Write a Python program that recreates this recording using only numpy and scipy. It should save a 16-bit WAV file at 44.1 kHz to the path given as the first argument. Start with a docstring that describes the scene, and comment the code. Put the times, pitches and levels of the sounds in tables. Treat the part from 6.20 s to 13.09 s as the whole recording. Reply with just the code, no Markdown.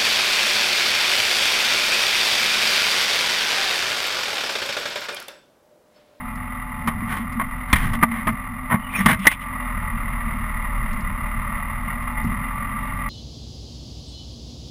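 """Diesel pickup on a snowy road

Inside the cab, a six-cylinder diesel thuds, buzzes and clatters: sines locked to its firings plus shaped noise.
Filtered noise makes the road's drumming and sway; damped sines make the cab boom at each jolt.
Loose gear knocks and scrapes on the dash, trim ticks (noise bursts), and wiper blades rub and squeak.
A dash camera with a coarse sample-and-hold converter picks it all up."""
import sys
import numpy as np
from scipy import signal
from scipy.fft import rfft, irfft, next_fast_len
from scipy.io import wavfile
from scipy.ndimage import map_coordinates

SR = 44100
rng = np.random.default_rng(int(sys.argv[2]) if len(sys.argv) > 2 else 0)


def store_wav(level_fs):
    """Save 16-bit WAV to argv[1]."""
    pcm = np.round(np.clip(np.atleast_2d(level_fs), -1, 1) * 32767)
    wavfile.write(sys.argv[1], SR, pcm.T.astype(np.int16))


N = 303849


def amp(db):
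    """Level in dB to linear gain."""
    return 10 ** (np.asarray(db) / 20)


def unit(x):
    """Scale to an RMS of one."""
    return x / np.sqrt(np.mean(x ** 2) + 1e-20)


def along(points, hz):
    """Read a curve of (frequency [Hz], value) points on a log frequency axis."""
    f, v = np.transpose(points)
    return np.interp(np.log(hz + 1), np.log(f + 1), v)


def curve(points, lag_s=0):
    """Draw (time [s], value) points as one value per sample, optionally late."""
    s, value = np.transpose(points)
    return np.interp(np.arange(N) / SR - lag_s, s, value)


def wobble(rate):
    """A smooth random curve, rate knots a second."""
    knots = rng.standard_normal(int(N * rate / SR) + 4)
    return map_coordinates(knots, [np.arange(N) * rate / SR])


def swell(s, half):
    """A bell-shaped rise and fall around time s, down to 1/e at half seconds either side."""
    distance = (np.arange(N) / SR - s) / half
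    return np.exp(-np.minimum(distance ** 2, 50))


def lift_db(modes, hz):
    """Gain of narrow resonances over a smooth colour."""
    return sum(db / (1 + (2 * (hz - centre) / width) ** 2) for centre, width, db in modes)


def coloured(x, db_of):
    """x through the causal minimum-phase filter whose gain in dB is db_of(Hz)."""
    m = 2 * next_fast_len(len(x))
    cepstrum = irfft(np.log(amp(db_of(np.fft.rfftfreq(m, 1 / SR))) + 1e-6))
    # fold the cepstrum forward in time, so the filter never rings before its cause
    cepstrum[1:m // 2] *= 2
    cepstrum[m // 2 + 1:] = 0
    return irfft(rfft(x, m) * np.exp(rfft(cepstrum)))[:len(x)]


def add(track, s, sound):
    """Mix a sound into the track at time s."""
    part = track[round(s * SR):][:len(sound)]
    part += sound[:len(part)]


# load on the engine, eased off and then opened to pull away: (time [s], level over idle [dB])
LOAD_CURVE = [(0, -0.5), (1.9, 1.2), (2.3, -1), (3.2, -0.5), (3.32, 3.5), (6.89, 3)]


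def engine_load(lag_s=0):
    """Load over idle in dB; it drives the engine directly and the road noise with a lag."""
    return curve(LOAD_CURVE, lag_s)


# drumming of the cab: (frequency [Hz], relative level [dB])
DRUM_COLOUR = [(20, -41), (45, -27), (62, -4.5), (100, 2), (170, -1.5), (228, 4), (262, -8.5), (310, -17.5),
               (420, -28), (900, -50)]
# sway of the body on its springs: (frequency [Hz], relative level [dB])
SWAY_COLOUR = [(8, -12), (24, 8.5), (45, -6), (65, -7), (150, -64.5)]
# ruts under the wheels: (time [s], half length [s], drumming level [dB], sway level [dB])
RUT_HITS = [(0.853, 0.28, -32.5, -43), (1.32, .12, -46, -30), (1.677, 0.11, -24.5, -22),
            (2.102, 0.045, -25, -38), (2.903, 0.064, -21, -29), (4.75, 0.27, -41, -34),
            (6.095, 0.084, -28, -30)]
DRUM_DB, SWAY_DB = -38, -41.5  # levels at idle load
DRUM_GROWS, SWAY_GROWS = 1.05, 2.4  # dB of each per dB of load
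ROLL_LAG_S = 0.26  # the wheels follow the throttle this much later


def road(uneven_db=1.0):
    """Tyres on snow rock the body and make the cab drum, more under load and in every rut."""
    load_db = engine_load(ROLL_LAG_S)
    drum = amp(DRUM_DB + DRUM_GROWS * load_db)
    sway = amp(SWAY_DB + SWAY_GROWS * load_db)
    for s, half, drum_db, sway_db in RUT_HITS:
        rut = swell(s, half)
        drum = np.hypot(drum, amp(drum_db) * rut)
        sway = np.hypot(sway, amp(sway_db) * rut)

    def noise(colour):
        return unit(coloured(rng.standard_normal(N), lambda hz: along(colour, hz)))

    return drum * amp(uneven_db * wobble(10)) * noise(DRUM_COLOUR) + sway * noise(SWAY_COLOUR)


# low modes of the cab: (frequency [Hz], level [dB], t60 [s])
CAB_RESONANCES = [(75.5, -3.5, 0.14), (112, -2.5, 0.13), (151, -2, 0.069), (193.2, -1.5, 0.2),
                  (229.9, 0, 0.24)]
# jolts that ring the cab: (time [s], level [dB], rise [s], favoured pitch [Hz], reach around it [octaves])
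CAB_JOLTS = [(.66, -23, 0.01, 233, 0.2), (0.823, -17.5, 0.0053, 226, 0.11), (.994, -20, 0.0052, 230, .12),
             (1.155, -22.5, .022, 227, 0.22), (1.532, -5, 0.0015, 70, 1.07), (1.752, -24, 0.021, 232, .12),
             (1.825, -20, 0.013, 229, 0.19), (1.894, -21, 0.027, 229, .12), (2.07, -17, 0.0015, 220, 1.1),
             (2.521, -16, .015, 150, 0.92), (2.785, -14.5, 0.016, 190, 0.23),
             (2.863, -6.5, .0024, 149, 0.22), (2.89, -15, .01, 196, 0.073), (2.982, -19, .012, 190, 0.16),
             (6.045, -17.5, 0.0044, 125, 1)]


def booms(rough_db=2.0):
    """Each jolt sets the low modes of the cab swinging unevenly, most of all those near its favoured pitch."""
    out, t = np.zeros(N), np.arange(SR // 2) / SR
    shudder = amp(rough_db * wobble(60))
    for s, db, rise, favoured_hz, reach in CAB_JOLTS:
        for hz, mode_db, t60 in CAB_RESONANCES:
            envelope = (1 - np.exp(-t / rise)) * amp(-60 * t / t60)
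            envelope = envelope / envelope.max()
            share = np.exp(-abs(np.log2(hz / favoured_hz)) / reach)
            add(out, s, amp(db + mode_db) * share * envelope * np.sin(2 * np.pi * hz * t))
    return out * shudder


# small ticks of trim: (time [s], level [dB])
TRIM_TICKS = [(0.155, -50), (1.1258, -49), (2.9924, -46), (4.7301, -46.5), (4.807, -48.5), (5.8232, -57),
              (5.914, -59), (6.0397, -48)]


def ticks(t60=0.058):
    """Plastic trim ticks faintly as the body flexes: short decaying bursts of treble noise."""
    out, t = np.zeros(N), np.arange(SR // 16) / SR
    plastic = [(1000, -13), (3500, -2), (5500, 2), (6500, -18)]  # (frequency [Hz], relative level [dB])
    for s, db in TRIM_TICKS:
        noise = unit(coloured(rng.standard_normal(len(t)), lambda hz: along(plastic, hz)))
        add(out, s, amp(db) * noise * amp(-60 * t / t60))
    return out


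# squeaks of the wiper blades: (time [s], half length [s], pitch at that time [Hz], level [dB])
BLADE_SQUEAKS = [(2.66, .05, 2910, -46.5), (2.708, 0.013, 2430, -39), (2.756, 0.016, 2410, -27.5),
                 (2.787, 0.023, 5550, -43.5)]
# the blades rub over drier glass: (time [s], half length [s], level [dB])
BLADE_RUBS = [(2.8, 0.068, -37), (3.057, 0.061, -37), (3.128, 0.02, -30), (3.218, .025, -41.5)]
# colour of rubber on glass: (frequency [Hz], relative level [dB])
RUBBER_COLOUR = [(800, -36), (2300, 12), (3600, 2.5), (4500, -18), (5600, -13), (6500, -35)]
SAG_OCTAVES_PER_S = 0.37  # a squeak falls as the blade drags


def wiper(waver_hz=90, hoarse_db=3.0, stutter_db=3.0):
    """Rubber drags over the glass, rubbing in patches and catching in hoarse, falling squeaks."""
    t, squeak = np.arange(N) / SR, np.zeros(N)
    waver = waver_hz * wobble(500)
    for s, half, hz, db in BLADE_SQUEAKS:
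        pitch = hz * 2 ** (-SAG_OCTAVES_PER_S * (t - s)) + waver
        tone = np.sqrt(2) * np.sin(2 * np.pi * np.cumsum(pitch) / SR)
        squeak += amp(db) * swell(s, half) * tone
    pressure = sum(amp(db) * swell(s, half) for s, half, db in BLADE_RUBS)
    rub = unit(coloured(rng.standard_normal(N), lambda hz: along(RUBBER_COLOUR, hz)))
    return amp(hoarse_db * wobble(150)) * squeak + pressure * amp(stutter_db * wobble(70)) * rub


# colour of the dash when struck: (frequency [Hz], relative level [dB])
DASH_COLOUR = [(60, -5.5), (220, 6.5), (400, -15.5), (700, -7.5), (1100, 0), (1600, -13.5), (2100, -1),
               (2700, -11), (3500, -13), (4400, -26), (5800, -26)]
# modes of the dash: (frequency [Hz], width [Hz], lift [dB])
DASH_RESONANCES = [(640, 20, 7.5), (1109, 30, 7), (1520, 176, 9.5), (1842, 304, 9), (2098, 21, 6.5),
                   (2580, 37, -4), (3070, 52, 4)]


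def contacts(envelope, ring_hz, hard_db, ring_db, grain_db, spot_db=5, ring_width=0.062):
    """A crowd of tiny contacts under an envelope excites the dash; the spot that is hit favours one ring."""
    n = len(envelope)
    # grain levels change every 32 samples
    grain_levels_db = grain_db * rng.standard_normal(n // 32 + 1).repeat(32)[:n]
    grains = unit(rng.standard_normal(n) * amp(grain_levels_db))
    ring = (ring_hz, ring_width * ring_hz, ring_db)
    spot = (ring_hz, ring_hz, spot_db)
    modes = [*DASH_RESONANCES, ring, spot]

    def colour_db(hz):
        # hard contacts are brighter and thinner
        tilt = hard_db * along([(400, -0.39), (2200, -0.14), (4000, 0.81)], hz)
        return along(DASH_COLOUR, hz) + lift_db(modes, hz) + tilt

    sound = coloured(grains * envelope, colour_db)
    return unit(sound) * np.sqrt(np.mean(envelope ** 2))


# scrapes on the dash: (time [s], length [s], level [dB], strongest ring [Hz], hardness [dB, scales treble tilt])
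DASH_SCRAPES = [(0.907, 0.08, -26, 1280, 1), (1.545, .125, -25.5, 1600, 3.5), (1.926, 0.093, -32, 2220, -2),
                (2.512, 0.04, -17.5, 1020, -11.5), (2.736, 0.056, -26, 2020, -2),
                (2.793, .03, -22.5, 1950, -3), (2.88, 0.05, -13, 1620, 2), (3.053, 0.017, -17.5, 1380, -4),
                (6.62, 0.051, -53, 3740, 9), (6.739, 0.063, -51, 4170, 6)]


def scrapes(spread=0.71, stutter_db=2.5):
    """Things stick and slip over the dash in swelling and fading strokes."""
    out, t = np.zeros(N), np.arange(SR // 2) / SR
    for s, length, db, hz, hard_db in DASH_SCRAPES:
        stroke = np.exp(-((t - length) / (spread * length)) ** 2)
        slips = unit(amp(stutter_db * wobble(192)[:len(t)]))
        sound = contacts(stroke * slips, hz, hard_db, ring_db=4.5, grain_db=1.0)
        add(out, s - length / 2, amp(db) * sound)  # the stroke peaks half a length after s
    return out


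# knocks: (time [s], chatter length [s], level [dB], strongest ring [Hz],
#          hardness [dB, scales treble tilt], flight to the rebound [s], loss at the rebound [dB])
DASH_KNOCKS = [(0.674, 0.012, -18, 1130, 0.5, .012, 9), (1.197, 0.0016, -15.5, 1060, -9.5, .014, 7),
               (1.529, 0.0037, -8, 2380, 5, .028, 9), (1.733, 0.006, -22.5, 1063, 2.5, 0.015, 2.5),
               (1.826, 0.011, -8.5, 1180, -10, .009, 15), (1.914, 0.008, -25, 2050, -6.5, 0.026, 5),
               (2.07, 0.0063, -15.5, 1250, -5, .018, 4.5), (2.86, 0.0036, -6.5, 1164, 3.5, .033, 8),
               (3.069, 0.0034, -0.5, 1960, 6, .045, 18.5)]
CRACK_S, CRACK_DB, CRACK_PER_HARD_DB = 0.0019, -17, 2.3  # decay, level re knock, dB per dB of hardness
REBOUND_CHATTER_S, REBOUND_HARDER_DB = 0.0069, 0.5  # a rebound chatters briefly and sounds thinner


def knocks(t60=0.051, rise=0.000057):
    """Loose gear hits with a crack, chatters for a few milliseconds, rebounds once and leaves the dash ringing."""
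    out, t = np.zeros(N), np.arange(SR // 5) / SR

    def blow(length, hz, hard_db):
        envelope = (1 - np.exp(-t / rise)) * amp(-60 * np.maximum(t - length, 0) / t60)
        return contacts(envelope, hz, hard_db, ring_db=9.0, grain_db=0.0)

    for s, length, db, hz, hard_db, flight, loss_db in DASH_KNOCKS:
        add(out, s, amp(db) * blow(length, hz, hard_db))
        crack = np.exp(-t / CRACK_S) * rng.standard_normal(len(t))
        add(out, s, amp(db + CRACK_DB + CRACK_PER_HARD_DB * hard_db) * crack)
        rebound = blow(REBOUND_CHATTER_S, hz, hard_db + REBOUND_HARDER_DB)
        add(out, s + flight, amp(db - loss_db) * rebound)
    return out


# colour of the clatter behind the firewall: (frequency [Hz], relative level [dB])
CLATTER_COLOUR = [(200, -38), (330, -24.5), (460, -26.5), (600, -11), (780, -15.5), (950, -5.5), (1160, 1),
                  (1350, -3), (1480, -10.5), (1700, -14), (1950, 1.5), (2130, -3.5), (2300, -18),
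                  (2500, -21.5), (3300, -32), (4300, -40.5), (5500, -42), (6000, -63)]
# narrow rings of block and cab: (frequency [Hz], width [Hz], lift [dB])
BLOCK_RINGS = [(570, 15, 6), (868.4, 12.3, 13), (2424, 107, 7.5), (2786, 175, 10), (3160, 47, 8),
               (3623, 350, 9)]


def clatter(firings, rate, alike=0.22, swing_db=10, scatter_db=1.0, cylinder_db=0.5):
    """Each firing rattles the block: partly the same way every time, partly anew."""
    index, part = firings.astype(int), firings % 1
    pattern = rng.standard_normal(SR // 8)
    repeated = np.interp(part / rate * SR, np.arange(len(pattern)), pattern)
    rattle = np.sqrt(alike) * repeated + np.sqrt(1 - alike) * rng.standard_normal(N)
    cylinders = unit(rng.standard_normal(size=6))
    size_db = cylinder_db * cylinders[index % 6] + scatter_db * rng.standard_normal(size=1000)[index]
    # the engine bay smears each firing into a quick swell and a slower fade
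    swell_db = swing_db * np.interp(part, [0, 1 / 4, 1 / 2, 1], [-1.01, -0.22, -0.27, -0.64])
    bursts = rattle * amp(size_db + swell_db)
    return unit(coloured(bursts, lambda hz: along(CLATTER_COLOUR, hz) + lift_db(BLOCK_RINGS, hz)))


# engine speed: (time [s], firing rate [Hz])
FIRING_RATE = [(0, 41.1), (2.7, 42.4), (3.1, 45.2), (3.6, 39.4), (4.05, 39.2), (4.35, 38.4), (5.0, 36.9),
               (5.5, 39.7), (5.9, 40.3), (6.1, 41.8), (6.55, 43.8), (6.89, 43.3)]
# smooth engine orders: (multiple of the firing rate, level [dB])
THUD_ORDERS = [(1, -1), (2, -9.5), (3, -18.5), (4, -23.5)]
# panels that buzz when an engine order meets them: (multiple of the firing rate, panel [Hz], width [Hz], level [dB])
BUZZING_PANELS = [(6, 246, 16.7, -39), (21, 862, 20, -45.5), (18, 740, 49, -53), (28, 1150, 28, -49),
                  (27, 1160, 14, -33.5)]
CLATTER_DB, THUD_DB = -34, -35  # combustion clatter and firing thud at idle load
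THUD_GROWS = 0.94  # dB of thud per dB of load
THUD_FADES = 1.8  # off the throttle the thud falls away faster: extra dB per dB of load below idle
LUG_HZ, LUG_DB, LUG_WIDTH_HZ = 39.7, 4.5, 0.76  # dragged below this firing rate, it lugs and thuds harder


def engine(unsteady=0.002884):
    """Firing thud, panel buzz and diesel clatter, locked to the crankshaft; thud and clatter follow the load."""
    rate = curve(FIRING_RATE)
    load_db = engine_load()
    lug_db = LUG_DB / (1 + np.exp((rate - LUG_HZ) / LUG_WIDTH_HZ))
    thud_db = THUD_DB + THUD_GROWS * load_db + THUD_FADES * np.minimum(load_db, 0) + lug_db
    rate = rate * (1 + unsteady * wobble(12))
    firings = np.cumsum(rate) / SR

    def tone(order):
        return np.sqrt(2) * np.sin(2 * np.pi * order * firings)

    thud = sum(amp(db + 1.8 * wobble(7)) * tone(order) for order, db in THUD_ORDERS)
    buzz = np.zeros(N)
    for order, hz, width, db in BUZZING_PANELS:
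        detuning = 2 * (order * rate - hz) / width
        buzz += amp(db + 2.3 * wobble(22)) * tone(order) / np.hypot(1, detuning)
    return amp(thud_db) * thud + buzz + amp(CLATTER_DB + load_db) * clatter(firings, rate)


def scene():
    """The whole cab, background first, as one channel."""
    return (road() + booms() + ticks() + wiper() + scrapes() + knocks() + engine())[None]


DUCK_DB, DUCK_SHARE = -21, 0.34  # threshold, share of the excess removed
DUCK_LAG_S, DUCK_RELEASE_S = 0.0145, 0.087  # delay, time constant of the level meter


def gain_control(x):
    """The camera turns itself down after a loud bang and soon recovers."""
    keep = np.exp(-1 / (DUCK_RELEASE_S * SR))
    power = signal.lfilter([1 - keep], [1, -keep], x[0] ** 2)
    level_db = 10 * np.log10(power + 1e-12)
    t = np.arange(N) / SR
    excess_db = np.interp(t - DUCK_LAG_S, t, np.maximum(level_db - DUCK_DB, 0))
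    return x * amp(-DUCK_SHARE * excess_db)


TOP_HZ = 15450  # nothing passes above this


def record(dry):
    """The camera ducks, clips, samples at 12 kHz and holds each value, which mirrors sound into the treble."""
    fine = signal.resample_poly(gain_control(dry), 160, 147, axis=1)  # 44.1 to 48 kHz
    coarse = np.clip(signal.resample_poly(fine, 1, 4, axis=1), -.95, .95)  # 12 kHz
    held = signal.resample_poly(coarse.repeat(4, axis=1), 147, 160, axis=1)[:, :N]
    return irfft(rfft(held) * (np.fft.rfftfreq(N, 1 / SR) < TOP_HZ), N)


dry = scene()
out = record(dry)
store_wav(out)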